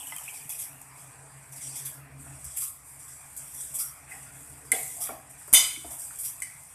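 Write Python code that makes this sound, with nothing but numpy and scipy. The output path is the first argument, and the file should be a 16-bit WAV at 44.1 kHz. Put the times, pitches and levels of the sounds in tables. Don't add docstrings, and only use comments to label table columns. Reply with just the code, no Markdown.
import sys
import numpy as np
from scipy import signal
from scipy.io import wavfile
from scipy.ndimage import uniform_filter1d

SR = 44100
rng = np.random.default_rng(int(sys.argv[2]) if len(sys.argv) > 2 else 0)


def transcribe(signal):
    frames = np.atleast_2d(signal).T
    limited = np.clip(frames, -1, 1)
    pcm = np.round(limited * 32767).astype(np.int16)
    wavfile.write(sys.argv[1], SR, pcm)


def boost_factor(decibels):
    exponent = np.asarray(decibels, float) / 20
    return 10 ** exponent


N = 297234
T = np.arange(N) / SR
MOVE_S = 2.1
BRIGHT_HZ = 2800
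DROP_RISE_S = 0.0018


def evened(x):
    return x / np.sqrt(np.mean(x ** 2) + 1e-20)


def read(points, hz):
    f, value = np.transpose(points)
    return np.interp(np.log(hz + 1), np.log(f + 1), value)


def curves(rows):
    s, *columns = np.transpose(rows)
    return [np.interp(T, s, column) for column in columns]


def add(mix, s, sound):
    part = mix[..., max(round(s * SR), 0):][..., :sound.shape[-1]]
    part += sound[..., :part.shape[-1]]


def bump(middle_s, width_s):
    return np.exp(-((T - middle_s) / width_s) ** 2)


def noise(shape, patchy_db, low_hz=1, high_hz=SR, size=512):
    frames, hz = 4 * N // size + 5, np.fft.rfftfreq(size, 1 / SR)
    a, b, patches = rng.standard_normal((frames, len(hz), 3)).T
    patches = uniform_filter1d(patches, size=7, axis=0)
    patches = evened(uniform_filter1d(patches, size=16, axis=1))
    band = 1 / np.sqrt((1 + (low_hz / (hz + 1)) ** 20) * (1 + (hz / high_hz) ** 20))
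    colour = boost_factor(read(shape, hz)[:, None] + patchy_db * patches) * band[:, None]
    sound = signal.istft((a + 1j * b) * colour, nperseg=size, noverlap=3 * size // 4)[1]
    return evened(sound[:N])


def resonate(x, hz, width):
    turn, r = np.exp(2j * np.pi * hz * T), np.exp(-np.pi * width / SR)
    smooth = signal.lfilter([1], np.convolve([1, -r], [1, -r]), x / turn)
    return (turn * smooth).real


def struck(t, rise, t60):
    return (1 - np.exp(-t / np.maximum(rise, .0002))) * boost_factor(-60 * t / np.maximum(t60, .005))


def bursts(rows):
    out, t = np.zeros(N), T[:SR // 3]
    for s, db, low_hz, high_hz, rise, t60 in rows:
        sos = signal.butter(3, [low_hz, high_hz], "band", fs=SR, output="sos")
        band = signal.sosfilt(sos, rng.standard_normal(len(t)))
        add(out, s, boost_factor(db) * struck(t, rise, t60) * evened(band))
    return out


def pings(rows):
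    bubble_t60_s, bubble_glide = 0.02, 0.12
    out, t = np.zeros(N), T[:SR // 4]
    for s, db, hz, rise, t60 in rows:
        u = t[:round(2 * t60 * SR) + SR // 100]
        is_bubble = (t60 < bubble_t60_s) * (hz < BRIGHT_HZ + 500)
        glide = bubble_glide * is_bubble * u / t60
        add(out, s, boost_factor(db) * struck(u, rise, t60) * np.sin(2 * np.pi * hz * u * (1 + glide)))
    return out


# (f/Hz, width/Hz, throb depth 0-1)
MOTOR_TONES = [(135.5, 4, 0.85), (68.6, 11, 0)]


def drones(motor_db, low_db):
    throb_s, peak_s, skew = 0.158, 1.835, 0.6
    turn = 2 * np.pi * (T - peak_s) / throb_s
    beat = np.cos(turn + skew * (np.cos(turn) - 1))
    out = np.zeros(N)
    for (hz, width, depth), db in zip(MOTOR_TONES, (motor_db, low_db)):
        tone = evened(resonate(rng.standard_normal(N), hz, width))
        sway = np.sqrt(uniform_filter1d(tone ** 2, size=1500) + 1e-9)
        steady = tone / sway ** .85
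        out += boost_factor(db - 1.0) * evened(steady * (1 + depth * beat))
    return out


# (f/Hz, level/dB per Hz)
MURMUR_COLOUR = [(15, -54), (25, -25), (60, -6), (97, -3), (134, -2), (223, -31.5), (275, -11.5),
                 (363, -31.5), (404, -20.5), (532, -18.5), (617, -17), (1300, -20), (2450, -22),
                 (2850, -30.5), (3380, -40), (4000, -39.5), (5200, -32.5), (8800, -120)]
# (t/s, level/dB)
MOTOR_SWELL = [(0.0, -67), (0.36, -65), (0.71, -62), (0.98, -57), (1.73, -52), (2.36, -51), (2.55, -62),
               (2.74, -65.5), (3.1, -63), (4.07, -61), (4.49, -57.5), (4.9, -62), (5.05, -64.5),
               (5.33, -64), (5.74, -65), (6.14, -66), (6.74, -68.5)]
# (level/dB, share)
MOTOR_FOLLOWERS = [(-55, 0.18), (-64.5, 0.43), (-65.5, 0.74)]


def room_noise():
    motor_db, = curves(MOTOR_SWELL)
    murmur_db, boom_db, low_db = [db + share * (motor_db + 62.0) for db, share in MOTOR_FOLLOWERS]
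    lull_db = -3.5 * bump(2.72, 0.18)
    murmur_db = murmur_db + 5 * bump(0.19, 0.12) + lull_db
    boom_db = boom_db + 7 * bump(4.82, 0.48) + lull_db
    low_db = low_db - 11 * (T < MOVE_S)
    out = boost_factor(murmur_db - 4.0) * noise(MURMUR_COLOUR, 2.6, 604, 4800, size=1024)
    out += boost_factor(boom_db - 1.84) * noise(MURMUR_COLOUR, 2.5, 157, 480, size=2048)
    out += boost_factor(-66.0) * noise(MURMUR_COLOUR, 0.31, 1, 200, size=2048)
    out += boost_factor(-79.0) * noise([(1, 0), (2, 0)], 0.99, 4000, 7700)
    return out + drones(motor_db, low_db)


# (f/Hz, t60/s)
ROOM_DECAY = [(200, 0.19), (1000, 0.5), (3000, 0.58), (8000, 0.34), (14000, 0.025)]


def kitchen(x):
    echoes = np.zeros(SR)
    at = np.arange(300, SR - 20, 20)
    echoes[at + rng.integers(0, 20, len(at))] = rng.choice([-1., 1.], len(at))
    hz, t, z = signal.stft(echoes, SR, nperseg=256)
    fade = boost_factor(-60 * t / read(ROOM_DECAY, hz)[:, None])
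    tail = signal.istft(z * fade, SR, nperseg=256)[1]
    return signal.fftconvolve(x, tail / np.linalg.norm(tail))[:N]


# (t/s, level/dB, t60/s)
STAND_JOLTS = [
    (2.2, -49, 0.39),
    (2.449, -38.5, 0.077),
    (3.2, -52, 0.28),
    (4.482, -55, 0.25),
    (5.529, -45, 0.17),
    (5.839, -48, 0.19),
]


def jolts():
    return bursts([(s, db, 50, 94, .006, t60) for s, db, t60 in STAND_JOLTS])


# (t/s, level/dB, t60/s)
BOTTOM_THUDS = [
    (4.721, -46, 0.15),
    (5.089, -42.5, 0.17),
    (5.533, -44, 0.1),
    (5.771, -46, 0.15),
    (5.846, -44, 0.15),
]


def thuds():
    return bursts([(s, db, 238, 333, .003, t60) for s, db, t60 in BOTTOM_THUDS])


# (t/s, level/dB, low/Hz, high/Hz, t60/s)
POT_KNOCKS = [(2.261, -46.5, 620, 1070, 0.092), (5.53, -32, 1800, 7000, .04),
              (2.573, -45.5, 860, 3100, 0.04), (2.619, -41, 1094, 1360, 0.088),
              (3.789, -50.5, 1167, 1420, 0.39), (4.075, -54.5, 1300, 2570, 0.49),
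              (4.105, -44.5, 1830, 2050, .15), (4.25, -50.5, 1400, 1560, 0.15),
              (4.34, -51, 1350, 1800, 0.085), (4.1, -52, 737, 870, 0.41),
              (4.7195, -16.5, 7900, 10500, 0.035), (4.718, -36, 400, 4500, 0.08),
              (4.727, -28, 420, 500, 0.08), (4.722, -34.5, 590, 800, 0.17), (4.728, -39, 1970, 2260, 0.26),
              (4.965, -50, 620, 860, 0.47), (5.005, -49, 1110, 1310, 0.22), (5.67, -38, 9100, 10000, 0.45),
              (4.721, -42.5, 830, 1300, 0.094), (5.072, -34, 1400, 2500, 0.017),
              (5.089, -39, 250, 1400, 0.06), (5.088, -29, 570, 773, 0.071),
              (5.414, -36.5, 850, 1600, 0.016), (5.479, -38, 270, 1440, 0.027),
              (5.529, -33.5, 600, 1550, 0.21), (5.846, -41.5, 240, 1240, 0.04),
              (5.895, -45.5, 610, 940, 0.19), (6.028, -42, 1500, 2300, 0.013),
              (6.106, -31, 1160, 1800, .014), (6.426, -41.5, 1950, 2350, 0.13),
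              (6.42, -44, 4400, 6600, 0.05), (6.43, -38, 8900, 9300, 0.13), (.121, -41.5, 630, 2900, 0.038),
              (0.29, -56, 2250, 2500, 0.48), (5.095, -45, 680, 830, 0.22), (5.535, -43.5, 660, 950, 0.21)]


def knocks():
    fill_turns, fill_max_s = 2.54, 0.016
    return bursts([(s, db, low, high, min(fill_turns / (high - low), fill_max_s), t60)
                   for s, db, low, high, t60 in POT_KNOCKS])


# (f/Hz, level/dB, t60/s)
BLADE_TONES = [(1576, -26.5, 0.09), (2044, 1.5, 0.023), (2240, -18, 0.051), (2650, -33, 0.024),
               (2930, -28, 0.15)]
# (t/s, level/dB, pitch bend/ratio, bright tones/dB, softness/time ratio)
BLADE_TAPS = [
    (4.112, -33, 1.003, -27, 3.3),
    (4.7183, -8, 1.017, -8, 1.3),
    (6.4203, -19.5, 1.025, 0, 0.88),
]


def taps():
    rise_s = 0.0024
    rows = []
    for s, db, bend, bright_db, soft in BLADE_TAPS:
        for hz, tone_db, t60 in BLADE_TONES:
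            level_db = db + tone_db + bright_db * (hz > BRIGHT_HZ)
            rows.append((s, level_db, hz * bend, rise_s * soft, t60 * soft))
    return pings(rows)


# (f/Hz, level/dB, t60/s)
EDGE_TONES = [(4620, -20, .03), (6270, -14, .08), (7660, -8, .05), (7946, -5, .09), (8468, -4, .05),
              (8710, 0, .05), (9125, -6, .14), (10070, -2, .04), (11500, -12, .08), (12700, -12, .035),
              (14100, -15, .04)]
# (t/s, level/dB, ring time/ratio)
EDGE_CLIPS = [
    (4.7178, -7, .07),
    (4.7179, -13, .25),
    (4.7515, -29, .12),
    (4.748, -29, .4),
    (4.879, -32, .3),
    (5.5356, -17, .3),
    (6.4022, -31, .15),
    (6.4203, -29, 1),
    (6.4325, -31, .7),
]


def clips():
    return pings([(s, db + tone_db, hz, 0.00022, t60 * ring)
                  for s, db, ring in EDGE_CLIPS for hz, tone_db, t60 in EDGE_TONES])


CLANK_LEVELS = (-16, -10, -14, -29)
# (f/Hz, width/Hz, level/dB)
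RIM_TONES = [(6090, 38, -9), (6350, 39, -8), (6550, 26, -11), (6800, 44, -11), (7100, 83, -8),
             (7450, 74, -13), (7940, 31, -6), (8310, 49, -12), (8720, 15, -13), (8940, 45, -2),
             (9130, 30, -6), (9530, 31, -2), (10200, 32, -12), (10300, 38, -13), (10600, 79, -9),
             (11000, 45, -12), (11400, 36, -13), (12000, 75, -10), (12200, 43, -13), (12700, 70, -9),
             (13300, 50, -11), (14000, 44, -20)]
# (f/Hz, level/dB)
RIM_LIFT = [(6000, 7), (9000, 6.5), (13000, 13)]
# (f/Hz, t60/s)
RIM_FADE = [(2000, 0.43), (3000, 0.36), (3600, 0.33), (5000, 0.29), (7000, 0.17), (10000, 0.12),
            (13000, 0.046)]
# (f/Hz, rise/s)
RING_RISE = [(2000, 0.0098), (3500, 0.0088), (5000, 0.016), (6500, 0.039), (9500, 0.00022)]
# (f/Hz, level/dB)
WALL_TONES = [(1963, -21), (1996, -17), (2038, -13), (2071, -13), (2104, -14), (2184, -16), (2226, -11),
              (2444, -20), (2514, -20), (2999, -3), (3022, -9), (3070, -20), (3129, -11), (3159, -10),
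              (3206, -14), (3519, -12), (3538, -4), (3562, 1), (3584, -11), (3609, -14), (3665, -20),
              (3814, -16), (3942, -20), (4057, -19), (4186, -15), (4215, -17), (4484, -26), (4744, -20),
              (4786, -15), (4855, -16), (4880, -11), (4908, -6), (4950, -15), (5620, -17), (5824, -12),
              (7860, -9), (9670, -4)]
# (f/Hz, t60/s)
WALL_FADE = [(2060, 0.37), (2230, 0.38), (3000, 0.36), (3150, .3), (3560, 0.29), (4190, 0.32), (4910, 0.39),
             (5800, 0.31), (9600, 0.13)]
# (f/Hz, level/dB per Hz)
SHIMMER_COLOUR = [(180, -74), (300, -63), (841, -18), (1820, -26), (2170, 8), (2780, -1.5), (3490, 5.5),
                  (4600, -7.5), (5500, -13), (6400, -9.5), (9180, -8), (13200, -15.5), (15000, -33)]


def clank():
    clank_s, wall_db = 5.5355, -17
    out, t = np.zeros(N), T[:SR]
    ring_db, crack_db, bright_db, dull_db = CLANK_LEVELS
    hz, width, db = np.transpose(RIM_TONES)[:, :, None]
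    phase, other, offset = rng.random((len(RIM_TONES), 3, 1)).transpose(1, 0, 2)
    neighbour_hz = hz + width * (-.55 - 0.58 * offset)
    pair = np.sin(2 * np.pi * (hz * t + phase))
    pair += 0.72 * np.sin(2 * np.pi * (neighbour_hz * t + other))
    envelope = struck(t, read(RING_RISE, hz), read(RIM_FADE, hz))
    ring = boost_factor(ring_db + db + read(RIM_LIFT, hz)) * envelope * pair

    hz, db = np.transpose(WALL_TONES)[:, :, None]
    envelope = struck(t, read(RING_RISE, hz), read(WALL_FADE, hz))
    wall = boost_factor(wall_db + db) * envelope * np.sin(2 * np.pi * (hz * t + rng.random(hz.shape)))

    bright = noise(SHIMMER_COLOUR, 2.5, 5960)[:SR]
    dull = noise(SHIMMER_COLOUR, 2.3, 1, 5900)[:SR]
    bright *= boost_factor(crack_db) * struck(t, 0.00034, 0.011) + boost_factor(bright_db) * struck(t, 0.0094, 0.43)
    dull *= boost_factor(dull_db) * struck(t, 0.0018, 0.55)
    add(out, clank_s, ring.sum(0) + wall.sum(0) + bright + dull)
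    return out


def trickle(count=300):
    end_s, t60_s, level_db, spread_db = 0.99, 0.014, -46.5, 3
    big_hz, small_hz, sag, spread = 920, 2950, 0.21, 0.16
    when, size, loud, off = rng.random((count, 4)).T
    s = end_s * when ** 1.8
    hz = np.where(size < .35, big_hz, small_hz)
    hz = hz * (1 - sag * np.sqrt(s)) * (1 + spread * (2 * off - 1))
    db = level_db - spread_db * np.log(loud) - 6 * s
    return pings([(a, b, c, DROP_RISE_S, t60_s) for a, b, c in zip(s, db, hz)])


# (t/s, level/dB, f/Hz, t60/s)
BUBBLES = [(0.017, -46, 3030, 0.017), (.030, -30, 2860, 0.013), (.033, -49, 775, 0.024),
           (.069, -34, 2980, 0.03), (.092, -39, 3000, 0.03), (.122, -32, 2040, 0.073),
           (.122, -35, 900, 0.048), (0.124, -36, 1240, 0.026), (.163, -37, 3170, 0.036),
           (0.167, -38, 2480, 0.036), (0.184, -29, 2950, 0.016), (0.225, -41, 920, .03),
           (.279, -22, 2400, 0.014), (.287, -20, 2540, 0.01), (.311, -38, 2300, .025),
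           (.374, -42, 2350, .02), (.21, -44, 900, .04), (.112, -36, 2400, .012), (.495, -47, 3400, .08),
           (0.293, -38, 2346, 0.05), (.343, -38, 2520, 0.027), (.359, -45, 2370, 0.051),
           (.411, -41, 4780, .015), (.425, -42, 2390, 0.028), (.345, -41, 776, 0.028),
           (.498, -43, 2540, 0.047), (.522, -36, 2490, 0.022), (.546, -42, 2530, 0.027),
           (4.118, -39.5, 2510, 0.044), (5.09, -37, 1376, 0.07), (5.092, -44, 1130, .06),
           (5.1, -40.5, 2280, 0.065), (.455, -44, 136, 0.15), (4.748, -32, 3440, 0.045),
           (4.724, -17, 9050, .03), (4.7178, -17, 13400, .012), (4.747, -24, 9000, .03),
           (5.092, -40, 436, .08), (6.4015, -30, 8100, .015), (5.845, -35, 694, .06),
           (5.852, -40, 430, .04), (.261, -36, 2400, 0.016), (.591, -42, 2460, .025),
           (.712, -45, 2540, .025), (.292, -36, 3100, .015), (4.831, -13, 8430, 0.011),
           (5.527, -27.5, 107, 0.024), (5.528, -27.5, 238, 0.028), (5.76, -31, 2240, 0.041),
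           (6.108, -34, 1310, 0.019)]


def drops():
    return pings([(s, db, hz, DROP_RISE_S, t60) for s, db, hz, t60 in BUBBLES])


# (t/s, level/dB, t60/s)
SHARP_SPITS = [(.004, -51, .02), (.061, -36, .014), (.070, -28, .016), (.077, -29, .011),
               (0.163, -23.5, 0.015), (.171, -44, .01), (0.183, -26, .011), (.235, -37, .041),
               (0.493, -26, 0.016), (0.815, -34, 0.02), (1.523, -38, 0.02), (1.851, -33, .03),
               (2.443, -34, 0.02), (2.451, -36, .02), (2.572, -21, .012), (3.365, -31, .015),
               (3.373, -31.5, 0.047), (4.718, -15, 0.01), (4.7205, -24, .04), (4.725, -32.5, 1),
               (5.474, -41, 0.088), (5.5284, -11, 0.02), (5.532, -18, .02), (6.188, -34, 0.03),
               (6.402, -35, 0.008), (6.4203, -31, .02), (6.634, -40, 0.02), (6.199, -30, .01)]


def spits():
    return bursts([(s, db, 7580, 13500, .0003 + 0.025 * t60, t60) for s, db, t60 in SHARP_SPITS])


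# (t/s, level/dB, brightness/dB, hold/s)
STEAM_SPURTS = [(0.332, -29.5, -9, 0.048), (0.49, -22.5, 2.5, 0.016), (1.518, -35.5, -2, 0.027),
                (1.555, -32.5, -2.5, 0.065), (1.607, -27, -13, 0.12), (1.654, -28, -18, 0.033),
                (1.751, -21.5, -2, 0.013), (1.847, -25.5, 4, 0.021), (2.44, -26, -10, 0.014),
                (2.56, -18, 0, 0.018), (2.988, -35, -5.5, 0.19), (3.078, -35, -8, 0.1),
                (3.363, -25, -15, 0.015), (3.536, -29.5, 1.5, 0.019), (3.595, -23, -12, 0.025),
                (3.736, -20, -1, 0.03), (3.706, -33, -3, .012), (4.645, -40, -2, .03),
                (4.219, -35, -9, 0.012), (5.293, -36.5, -1, 0.015), (5.373, -37, -6, 0.17),
                (5.855, -29.5, -5, 0.022), (5.901, -25.5, 1.5, 0.006), (5.98, -26, -5, 0.12),
                (6.145, -33, -3, 0.022), (6.183, -26, 3, 0.07)]
# (t/s, level/dB, rise/s)
STEAM_SURGES = [
    (0.579, -25.5, 0.019),
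    (2.602, -22.5, 0.016),
    (3.779, -21, .016),
    (4.997, -19.5, 0.032),
    (6.232, -23.5, 0.016),
]
# (t/s, level/dB, brightness/dB, rise/s, hold/s)
STEAM_SWELLS = [
    (.22, -34, -1, .05, .15),
    (4.95, -30, -4, .02, .05),
    (6.44, -36, -3, .01, .06),
    (0.943, -38, -2, 0.043, .12),
    (2.175, -35.5, -6, .035, .14),
    (2.83, -33.5, -2, 0.056, 0.12),
    (4.08, -32, -4.5, 0.04, 0.15),
    (4.3, -35, -3, 0.073, 0.24),
]


def steam_jets():
    def body_db(s):
        return -16.5 if s > MOVE_S else -9

    jets = [(s, db, top, body_db(s), 0.0079 * boost_factor(0.27 * (db + 41.0)), hold)
            for s, db, top, hold in STEAM_SPURTS]
    jets += [(s, db, 4, -8.5, rise, 0.049) for s, db, rise in STEAM_SURGES]
    jets += [(s, db, top, body_db(s), rise, hold) for s, db, top, rise, hold in STEAM_SWELLS]
    return jets


def bubble_grain():
    sizes = boost_factor(3.2 * np.minimum(rng.exponential(1, N), 2.8)) * (rng.random(N) < 300 / SR)
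    return evened(1 + 0.11 * signal.oaconvolve(sizes, np.exp(-T[:400] / 0.0023))[:N])


# (t/s, level/dB, spray brightness/dB)
BOIL = [(0.0, -45, -0.5), (0.47, -50.5, -1), (0.73, -56.5, 0), (1.24, -54, -14), (1.54, -56.5, -2),
        (1.76, -46, -5), (1.97, -71.5, -4), (2.36, -51, -10), (2.57, -45, -5), (2.76, -57.5, -20),
        (3.42, -51.5, 0), (3.65, -43, -3.5), (3.9, -55.5, -8), (4.68, -54.5, -8), (4.92, -44, -14),
        (5.14, -59, -16), (5.74, -47.5, -5), (6.74, -52.5, -6)]
# (f/Hz, level/dB per Hz)
HISS_COLOUR = [(1290, -47), (2200, -10), (2710, -17), (2910, -17.5), (3390, -10), (4220, -23.5),
               (4790, -12), (5680, -6.5), (6450, -3.5), (8350, -1.5), (10000, -3), (10900, 2), (14300, -8),
               (14600, -58), (15000, -49)]
# (f/Hz, width/Hz, level/dB)
POT_HOLLOWS = [(3397, 400, -22), (4830, 300, -15), (5750, 400, -14)]


def simmer():
    boil_db, spray_db = curves(BOIL)
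    body_db = np.full(N, -14)
    power = boost_factor(2 * (boil_db + np.array([0 * T, spray_db, body_db])))
    t = T[:SR // 2]
    for s, db, top, body, rise, hold in steam_jets():
        swell = 1 - np.exp(-(t / max(rise, .0005)) ** 2)
        jet = np.exp(-(t / max(hold, .002)) ** 2)
        echo = boost_factor(1.5 - 2 * 60 * t / 0.45)
        band_db = np.array([[db], [db + top], [db + body]])
        add(power, s, boost_factor(2 * (band_db - 15.5)) * swell * (jet + echo))
    core = noise(HISS_COLOUR, 1.2, 8030, 8980)
    spray = noise(HISS_COLOUR, 0.5, 8640)
    pot = noise(HISS_COLOUR, 3.3, 1, 6160)
    pot = pot + sum(boost_factor(db) * evened(resonate(pot, hz, width)) for hz, width, db in POT_HOLLOWS)
    return (np.sqrt(power) * [core, spray, pot]).sum(0) * bubble_grain()


def scene():
    metal = clank()
    tones = drops() + trickle() + taps() + clips()
    puffs = spits() + knocks() + thuds() + jolts()
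    wet = kitchen(boost_factor(-16.0) * metal + boost_factor(-19) * tones + boost_factor(-3.0) * puffs)
    return (metal + tones + puffs + wet + simmer() + room_noise())[None]


def band_limit(x):
    return signal.sosfilt(signal.butter(12, 15350, fs=SR, output="sos"), x)


def record(dry):
    limited = 0.98 * np.tanh(dry / 0.9)
    low_pass = signal.firwin(401, 14250, window=("kaiser", 7), fs=SR)
    mix = signal.oaconvolve(limited, low_pass[None], "same")
    return band_limit(mix)


dry = scene()
out = record(dry)
transcribe(out)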